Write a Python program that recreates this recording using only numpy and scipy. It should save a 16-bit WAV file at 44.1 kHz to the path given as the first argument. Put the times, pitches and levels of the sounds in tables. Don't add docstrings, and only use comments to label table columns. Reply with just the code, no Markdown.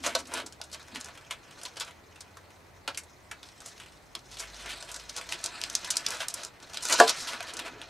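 import sys
import numpy as np
from scipy import signal
from scipy.fft import rfft, irfft
from scipy.io import wavfile

SR = 44100
rng = np.random.default_rng(int(sys.argv[2]) if len(sys.argv) > 2 else 0)


def ratio_of_db(decibels):
    return 10 ** (np.asarray(decibels, float) / 20)


def unload_audio(sound):
    columns = np.transpose(np.atleast_2d(sound))
    steps = np.round(np.clip(columns, -1, 1) * 32767)
    wavfile.write(sys.argv[1], SR, steps.astype(np.int16))


N = 347949

# (frequency [Hz], level [dB per Hz])
FILM_COLOUR = [(410, -56), (700, 1), (830, -11), (1600, 1.5), (1970, 1.5), (2630, 0.5), (3890, 1.5),
               (4860, -0.5), (7010, -2), (16000, -35.5)]
# (frequency [Hz], width [Hz], level [dB])
SINGING_BAYS = [(1258, 240, -3.5), (2030, 99, -15.5), (2550, 230, -2.5), (3140, 320, -9.5),
                (4174, 120, -1.5), (5300, 230, -3)]


def at_hz(points, hz):
    points_hz, level_db = np.transpose(points)
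    return np.interp(np.log(hz), np.log(points_hz), level_db)


def in_time(rows):
    s, *columns = np.transpose(rows)
    return [np.interp(np.arange(N) / SR, s, c) for c in columns]


def rms_one(x):
    return x / np.sqrt(np.mean(x ** 2) + 1e-20)


def drift(rate):
    steps = int(N / SR * rate * 2) + 2
    return np.interp(np.linspace(0, steps - 1, N), np.arange(steps), rng.standard_normal(steps)) * 1.2


def shaped(x, spectrum):
    hz = np.linspace(0, SR / 2, 257)
    taps = signal.firwin2(511, hz, ratio_of_db(2 * at_hz(spectrum, hz + 1)), fs=SR)
    return signal.fftconvolve(x, signal.minimum_phase(taps))[:len(x)]


def band(x, low_hz, high_hz, order=1):
    edges = [low_hz, min(high_hz, SR / 2.2)]
    return signal.sosfilt(signal.butter(order, edges, "band", fs=SR, output="sos"), x)


def steep(x, low_hz, high_hz):
    return band(x, low_hz, high_hz, order=2)


def hiss():
    # (frequency [Hz], level [dB per Hz])
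    noise_colour = [(15, -62), (25, -17.5), (92, -5), (182, -10), (232, -13), (296, -10.5), (687, -11.5),
                    (952, -12.5), (1680, -20), (1980, -15), (2210, -19), (2400, -19.5), (2750, -25.5),
                    (15200, -38), (16500, -39)]
    # (frequency [Hz], likeness [0-1])
    likeness = [(60, 1), (180, 0.58), (550, 0.49), (1650, 0.36), (4970, 0.12), (15000, 0.79)]
    hz = np.fft.rfftfreq(N, 1 / SR) + 1
    alike = np.clip(at_hz(likeness, hz), 0, 1)
    mid, side = rfft(rng.standard_normal((2, N))) * ratio_of_db(at_hz(noise_colour, hz))
    mid, side = mid * np.sqrt(1 + alike), side * np.sqrt(1 - alike)
    return ratio_of_db(-56) * rms_one(irfft(np.array([mid + side, mid - side]), N))


def drones():
    # (time [s], pitch [Hz], level [dB])
    engines = [
        [(0.0, 70.8, -69), (1.26, 76.9, -74.5), (1.4, 93.6, -83), (1.93, 82, -71.5), (2.81, 90.0, -69.5),
         (3.37, 70.1, -73), (3.6, 78, -91)],
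        [(3.6, 54.2, -78), (4.14, 49.3, -78), (4.48, 53.3, -63.5), (6.26, 53.5, -83), (7.55, 61.7, -80),
         (7.69, 49.2, -72), (7.89, 51.7, -90)],
    ]
    hum_hz, hum_db = 100, -80
    t = np.arange(N) / SR
    out = ratio_of_db(hum_db + 0.99 * drift(4)) * np.sin(2 * np.pi * hum_hz * t)
    for rows in engines:
        hz, level_db = in_time(rows)
        start, end = rows[0][0], rows[-1][0]
        heard = np.interp(t, [start - .2, start, end, end + 0.23], [0, 1, 1, 0])
        phase = 2 * np.pi * np.cumsum(hz + 1.95 * drift(2.6)) / SR
        out += heard * ratio_of_db(level_db + 10.5 + 1.2 * drift(10)) * np.sin(phase)
    return out


def slips(count, per_s, spread_db):
    chance, size, side = rng.random((3, count))
    return (chance < per_s / SR) * ratio_of_db(-spread_db * np.log(size + 0.03)) * np.sign(side - .5)


def wing(push, longest_s, scatter_db):
    # (frequency [Hz], level [dB], decay t60 [s])
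    modes = [(366, -10.5, 0.06), (449, -10.5, 0.19), (564, -19.5, 0.15), (621, -15.5, 0.22), (699, -4, 0.1),
             (736, -12.5, 0.077), (788, -15.5, 0.24), (870, -19.5, 0.17), (936, -20.5, 0.17),
             (1009, -10.5, 0.15), (1144, -12.5, 0.11), (1458, -4, 0.04), (1558, -10.5, 0.09),
             (1640, -3, 0.029)]
    out = 0
    for k, (hz, level_db, t60) in enumerate(modes):
        t60 = min(t60, longest_s * min(800 / hz, 1))
        r, w = ratio_of_db(-60 / (t60 * SR)), 2 * np.pi * hz / SR
        gain = ratio_of_db(level_db + scatter_db * rng.standard_normal()) * np.sin(w)
        if 700 < hz < 1000 and k % 2:
            gain = -gain
        out = out + signal.lfilter([0, gain], [1, -2 * r * np.cos(w), r * r], push + 1e-18)
    return out


def crackle():
    pitches = np.geomspace(900, 9000, 12)
    pops, patch = np.abs(slips(N, 500, spread_db=2.5)), rng.integers(0, 12, N)
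    fuzz = rng.standard_normal(N)
    fade = np.exp(-1 / (.004 * SR))
    out = 0
    for k, hz in enumerate(pitches):
        swell = signal.lfilter([1], [1, -fade], pops * (patch == k) + 1e-9)
        out = out + steep(fuzz * swell, hz / 2.0, hz * 1.42) * ratio_of_db(at_hz(FILM_COLOUR, hz))
    return rms_one(out)


def rustle():
    # (time [s], rustle level [dB], brightness [steps of 5 dB above about 4.5 kHz])
    pull = [(0, -63, 2), (.55, -73.5, 2.5), (1.0, -51.5, 0), (1.3, -64, 0), (1.65, -59, 1),
            (1.95, -67, 0.5), (3.35, -72.5, 2), (3.69, -65.5, 3), (4.1, -74.5, 2.5), (4.7, -44.5, 0),
            (4.95, -62, 2.5), (5.36, -48.5, 0.5), (6.08, -45.5, 0.5), (6.52, -61, -2), (6.72, -55, 1),
            (6.98, -42, 2.5), (7.3, -44, -1), (7.89, -52.5, -8)]
    film_db, bright_db = in_time(pull)
    wing_db = -54.5 + 0.76 * (film_db + 48.5)
    grains = slips(N, 6000 * ratio_of_db(3.0 * drift(30)), spread_db=2.5) * ratio_of_db(2.6 * drift(60))
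    broad = shaped(grains, FILM_COLOUR)
    edges = np.geomspace(700, 16000, 9)
    patches = 0
    for k, (low, high) in enumerate(zip(edges, edges[1:])):
        patches = patches + ratio_of_db(1.8 * drift(16 + k)) * steep(broad, low, high)
    bays = sum(ratio_of_db(db) * rms_one(steep(broad, hz - w / 2, hz + w / 2)) for hz, w, db in SINGING_BAYS)
    film = rms_one(rms_one(patches) + 0.19 * bays)
    film = rms_one(film + .45 * crackle())
    film = film + (ratio_of_db(5 * bright_db) - 1) * (film - band(film, 100, 4500))
    push = slips(N, 1500, spread_db=3.5) * ratio_of_db(3.0 * drift(45))
    drum = rms_one(steep(push, 400, 2000) + .05 * wing(push, longest_s=.04, scatter_db=0))
    return ratio_of_db(film_db) * film + ratio_of_db(wing_db) * drum


def bumps():
    # (time [s], rms level [dB], pitch [Hz], half length [ms])
    knocks = [
        (.075, -53, 206, 260),
        (.39, -51.5, 255, 66),
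        (0.606, -46.5, 600, 5.6),
        (.96, -51.5, 172, 34),
        (4.17, -57, 203, 14),
        (7.03, -42, 234, 45),
        (7.005, -50, 130, 37),
        (7.66, -55, 274, 160),
    ]
    t, shake = np.arange(N) / SR, rng.standard_normal(N)
    out = 0
    for s, db, hz, ms in knocks:
        swell = np.exp(-((t - s) * 1000 / ms) ** 2)
        out = out + ratio_of_db(db) * rms_one(steep(shake, hz / 1.04, hz * 1.77)) * swell
    return out


def film_and_wing(burst, hz, wing_db, treble_db):
    crack = steep(burst, hz / 1.4, hz * 1.4) + .6 * steep(burst, hz / 1.8, 9500)
    crack = crack + 0.09 * band(burst, hz / 1.04, hz * 1.04)
    treble = steep(burst, 9200, 13700)
    thud = steep(burst, 550, 2270)
    drum = thud + .025 * wing(thud, longest_s=.03, scatter_db=4)
    parts = [(crack, 0), (-treble, treble_db), (-drum, wing_db)]
    return sum(ratio_of_db(db) * part / np.abs(part).max() for part, db in parts)


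def snap_rows():
    # (time [s], peak [dB], film pitch [Hz], wing share [dB], length [ms])
    tugs = [(1.8069, -20, 3400, -15.5, 8.7), (1.654, -32, 2480, -7.5, 5.7), (7.001, -10, 3180, -20, 6.1),
            (.948, -32.5, 6000, -6, 8), (6.937, -12, 6500, -21, 4.3), (0.0381, -24.5, 2740, -3, 49),
            (0.0631, -14.5, 6000, -4, 11.6), (0.1503, -12, 4730, -6.5, 6.3), (0.3374, -19, 6940, -8.5, 6.6),
            (0.317, -37, 1500, 5.5, 9.2), (0.3711, -26, 6000, -2, 3.7), (2.9738, -25.5, 2540, -33, 7),
            (3.3125, -27, 2350, -14, 8.5), (6.104, -16, 6400, -22, 4.4), (0.614, -20.5, 4330, -16, 3.8),
            (0.7449, -26.5, 2950, -17, 7.7), (0.9571, -25, 2920, -12, 7.1), (1.0440, -26.5, 5850, -24, 3.7),
            (1.308, -21.5, 3000, -12.5, 12.7), (1.7681, -30, 4330, -7, 9.8), (2.369, -35.5, 1520, -5, 10.6),
            (2.8767, -20, 3800, -4, 11.4), (4.151, -19.5, 4080, -15, 4.4), (4.401, -23.5, 6250, -10, 3.3),
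            (4.8247, -27.5, 5020, -5, 6.4), (6.2034, -24.5, 3000, -5.5, 22),
            (6.8512, -12.5, 6300, -12.5, 3.5), (6.8859, -14.5, 7050, -17, 4),
            (6.979, -19, 6000, -10.5, 3.5), (6.9986, 0, 5500, -37, 4.7), (7.2716, -24.5, 4160, -10, 44),
            (7.333, -24, 2800, -3.5, 2.46), (7.4051, -22, 3270, -5.5, 4.6), (7.591, -24, 3630, -9, 8.2)]
    # (time [s], peak [dB], film pitch [Hz], length [ms])
    cracks = [(0.4617, -26.5, 6350, 9.2), (0.7273, -28, 6200, 13), (1.0099, -22, 6200, 4.9),
              (1.632, -24.5, 7100, 8.6), (1.652, -26.5, 4230, 11.2), (1.7979, -20, 6000, 6.2),
              (2.9734, -19.5, 7240, 11.4), (3.3132, -32.5, 4900, 3.4), (3.6588, -27, 7300, 7.7),
              (5.0936, -22.5, 4970, 6.6), (5.1635, -20.5, 5600, 8.1), (5.3228, -13.5, 2400, 2.3),
              (5.440, -15, 6300, 6.4), (5.459, -12.5, 6000, 5.35), (5.614, -14, 4440, 2.86),
              (5.6368, -12, 4730, 2.5), (5.698, -18.5, 5800, 4.2), (5.7513, -5, 6000, 3.1),
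              (5.9036, -12, 6240, 7.5), (5.9677, -8, 6340, 5.5), (6.0631, -6.5, 4660, 2.3),
              (6.112, -23.5, 1490, 30), (6.283, -12, 7650, 4.8), (6.34, -14.5, 8000, 4.9),
              (6.448, -17.5, 6460, 3.9), (6.771, -16.5, 3720, 4.55), (6.824, -20, 6600, 44),
              (6.923, -5, 6170, 4.9), (7.076, -28, 3700, 4), (7.568, -21, 5530, 6.6)]
    # (time [s], peak [dB], film pitch [Hz])
    ticks = [(.189, -30, 6480), (.203, -33.5, 6500), (0.2705, -37, 8000), (.638, -34.5, 7000),
             (.6988, -50, 3500), (4.3415, -37, 5000), (4.543, -35, 5000), (4.692, -29, 4000),
             (5.174, -25, 7500), (5.40, -36, 4500), (6.145, -28, 6500), (6.168, -31, 6000),
             (6.672, -44, 4500), (6.696, -41, 6000), (6.733, -31, 6000), (0.5233, -34.5, 5650),
             (0.7148, -35, 5880), (0.7938, -40, 1650), (1.174, -35, 2630), (1.6132, -34.5, 3800),
             (2.206, -30, 6200), (2.504, -42, 2370), (2.9458, -31.5, 4230), (3.034, -39, 7500),
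             (3.4297, -34.5, 3870), (3.6032, -33.5, 5700), (3.7992, -32.5, 2550), (4.314, -38, 5800),
             (4.369, -31.5, 3280), (4.6587, -27.5, 2700), (4.889, -36, 3200), (4.9154, -27, 7000),
             (4.942, -26.5, 5750), (4.9606, -25.5, 6200), (5.2114, -26.5, 2550), (5.2893, -25.5, 4700),
             (5.7269, -32, 7500), (5.845, -23.5, 4870), (5.8731, -27, 1720), (6.4337, -24, 5650),
             (6.6258, -36, 4450), (6.7433, -26, 4400), (7.4265, -27, 1580), (7.5357, -26.5, 6840),
             (7.8148, -26, 3360)]
    # (time [s], peak [dB], film pitch [Hz])
    short_ticks = [(1.0005, -36, 7500), (1.057, -30, 6000), (1.072, -45, 8000), (1.088, -46, 8000),
                   (1.21, -44, 5000), (1.247, -46, 4000), (1.7345, -48, 4500), (1.758, -39, 4500),
                   (1.847, -32, 6500), (1.509, -38, 3000), (3.92, -44, 4000), (4.19, -38, 5000),
                   (7.621, -35, 3000), (7.6634, -36, 3000), (6.987, -22, 5000), (6.909, -20, 6500),
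                   (0.254, -36.5, 4080), (0.827, -38, 5000), (0.881, -35, 2030), (1.085, -34, 1480),
                   (1.151, -39, 2550), (1.302, -40, 2600), (3.487, -38, 4160), (3.617, -33, 1640),
                   (3.778, -39, 3500), (3.835, -36, 2840), (3.8606, -38, 2630), (4.388, -30, 6000),
                   (4.997, -31, 4100), (5.2653, -35, 2380), (6.601, -38, 4470), (1.908, -38, 3020),
                   (2.158, -40, 3240), (5.956, -23, 6095), (6.084, -21, 6540), (6.897, -16.5, 7000)]
    rows = [(s, db, hz, wing_db, -22, ms) for s, db, hz, wing_db, ms in tugs]
    rows += [(s, db, hz, -41.5 - db, -38, ms) for s, db, hz, ms in cracks]
    rows += [(s, db, hz, -13.5, -37, 7.9) for s, db, hz in ticks]
    rows += [(s, db, hz, -17.5, -35, 6.2) for s, db, hz in short_ticks]
    return rows


def snaps():
    film = np.zeros(N + SR)
    for s, peak_db, hz, wing_db, treble_db, length_ms in snap_rows():
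        peak_db = min(peak_db, -5)
        wing_db = min(wing_db, -13 - peak_db)
        treble_db += 19 * np.log2(hz / 5000)
        t = np.arange(0, min(.04 + .006 * length_ms, .125), 1 / SR)
        steps = np.repeat(ratio_of_db(2.1 * rng.standard_normal(len(t) // 48 + 1)), 48)[:len(t)]
        burst = slips(len(t), per_s=7000, spread_db=3.5) * steps
        burst *= np.exp(-t / (max(length_ms, .5) / 1000)) * np.minimum(0.2 + t / 0.0011, 1)
        main_slip = round(rng.uniform(.0008, .003) * SR)
        burst[main_slip] += 2.5 * np.abs(burst).max() * min(4 / length_ms, 1)
        at = round(s * SR)
        film[at:at + len(t)] += ratio_of_db(peak_db - 0.41) * film_and_wing(burst, hz, wing_db - .1, treble_db)
    return film[:N]


def rips():
    # (time of the top [s], rms level [dB], film pitch [Hz], wing share [dB], half length [ms])
    stretches = [(0.059, -27.5, 5300, -14, 21), (.19, -37.5, 5670, -3, 19), (0.328, -42.5, 2500, -2, 47),
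                 (0.377, -31.5, 3330, -4, 37), (0.741, -37, 4470, -25, 13), (0.965, -38, 3530, -9, 12),
                 (1.08, -49.5, 3000, 1, 29), (1.59, -46, 5000, -6.5, 16), (1.682, -45, 5000, -12, 11),
                 (1.82, -33, 4350, -5.5, 12.3), (1.879, -44, 3000, -2.5, 17), (3.46, -49, 4500, -8, 24),
                 (3.81, -44, 3020, -17, 15), (3.681, -39, 6460, -31, 28), (4.335, -42, 4500, -20, 31),
                 (4.402, -28.5, 6000, -33, 11), (4.429, -34, 2550, -16, 31), (4.61, -40, 3620, -27, 36),
                 (4.71, -33, 3080, -26, 28), (4.775, -45, 3280, -12, 17), (4.896, -40.5, 3000, -7.5, 17),
                 (5.015, -46, 4000, -12, 12), (5.18, -32, 5100, -6.5, 16), (5.33, -28, 4100, -17, 21),
                 (5.459, -36.5, 6400, -4, 7.4), (6.132, -35, 4100, -3.5, 42), (6.212, -33, 4300, -14, 27),
                 (6.305, -33, 5960, -20, 10), (6.39, -38.5, 4430, -7, 51), (6.47, -42, 5500, -10, 17),
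                 (6.905, -25.5, 2480, -4.5, 13), (6.93, -17.5, 5530, -7, 18), (6.993, -22.5, 5030, 1.5, 7),
                 (7.02, -23.5, 4170, -7, 28), (7.08, -18, 4460, -11, 6.5), (7.097, -14.5, 5000, -14, 13),
                 (7.207, -30, 5000, -39, 51), (7.34, -38, 2550, -1, 24), (7.491, -36.5, 4070, -9.5, 24),
                 (7.668, -40, 3080, 0.5, 25)]
    film, t = np.zeros(N + SR), np.arange(-SR // 8, SR // 8) / SR
    for s, level_db, hz, wing_db, half_ms in stretches:
        uneven = np.repeat(ratio_of_db(1.8 * rng.standard_normal(len(t) // 128 + 1)), 128)[:len(t)]
        swell = np.exp(-(t * 1000 / half_ms) ** 2)
        burst = slips(len(t), per_s=7000, spread_db=2.0) * uneven * swell
        at = round(s * SR)
        film[at:at + len(t)] += ratio_of_db(level_db + 4.0) * film_and_wing(burst, hz, wing_db, treble_db=-29)
    film = film[SR // 8:SR // 8 + N]
    bays = sum(3 * ratio_of_db(db) * steep(film, hz - w / 2, hz + w / 2) for hz, w, db in SINGING_BAYS)
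    return film + 0.15 * bays


def boom():
    # (time [s], peak level [dB])
    last_tear = [
        (7.0008, -1),
    ]
    (s, peak_db), = last_tear
    t = np.arange(SR // 2) / SR
    pluck = t == 0
    push = .035 * slips(len(t), 3000, spread_db=2.0) * np.exp(-t / .012) + pluck
    ringing = wing(push, longest_s=.18, scatter_db=0)
    late_lows = ringing - band(ringing, 300, 520) * np.exp(-(t / .004) ** 2)
    ringing = steep(late_lows, 310, 2800)
    ringing *= (1 - np.exp(-t / .0005)) * np.exp(-(t / .085) ** 2)
    ringing = steep(ringing, 270, 5000)
    out = np.zeros(N)
    out[round(s * SR):][:len(t)] = ratio_of_db(peak_db) * ringing / np.abs(ringing).max()
    return out


def echoes():
    t60_s, side_db = 0.13, -12.5
    t = np.arange(SR // 3) / SR
    mid, side, shade = rng.standard_normal((3, len(t))) * ratio_of_db(-60 * t / t60_s)
    mid = band(mid * (t > .003), 158, 2460)
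    side = band(side * (t > .003), 420, 3700) * ratio_of_db(side_db)
    side += steep(shade * (t < .002), 9900, 15100)
    return np.array([mid + side, mid - side]) / np.sqrt(np.sum(mid ** 2))


def room(x):
    turn = np.arange(N) / SR / .03 % 4
    out = 0
    for k in range(4):
        share = np.clip(1 - np.abs((turn - k + 2) % 4 - 2), 0, 1) ** .5
        out = out + signal.oaconvolve((x * share)[None], echoes(), axes=1)[:, :N]
    return ratio_of_db(-9.5) * out


def scene():
    peel, thump = snaps() + rips() + rustle() + bumps(), boom()
    peel = signal.sosfilt(signal.butter(2, 11940, fs=SR, output="sos"), peel)
    return peel + thump + room(peel + .5 * thump) + hiss() + drones()


def roll_off(x):
    return signal.sosfilt(signal.butter(12, 16810, fs=SR, output="sos"), x)


def record(dry):
    edge = signal.cheby2(8, 20, 15900, fs=SR, output="sos")
    mix = signal.sosfilt(edge, np.clip(dry, -1, 1))
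    return roll_off(mix)


dry = scene()
out = record(dry)
unload_audio(out)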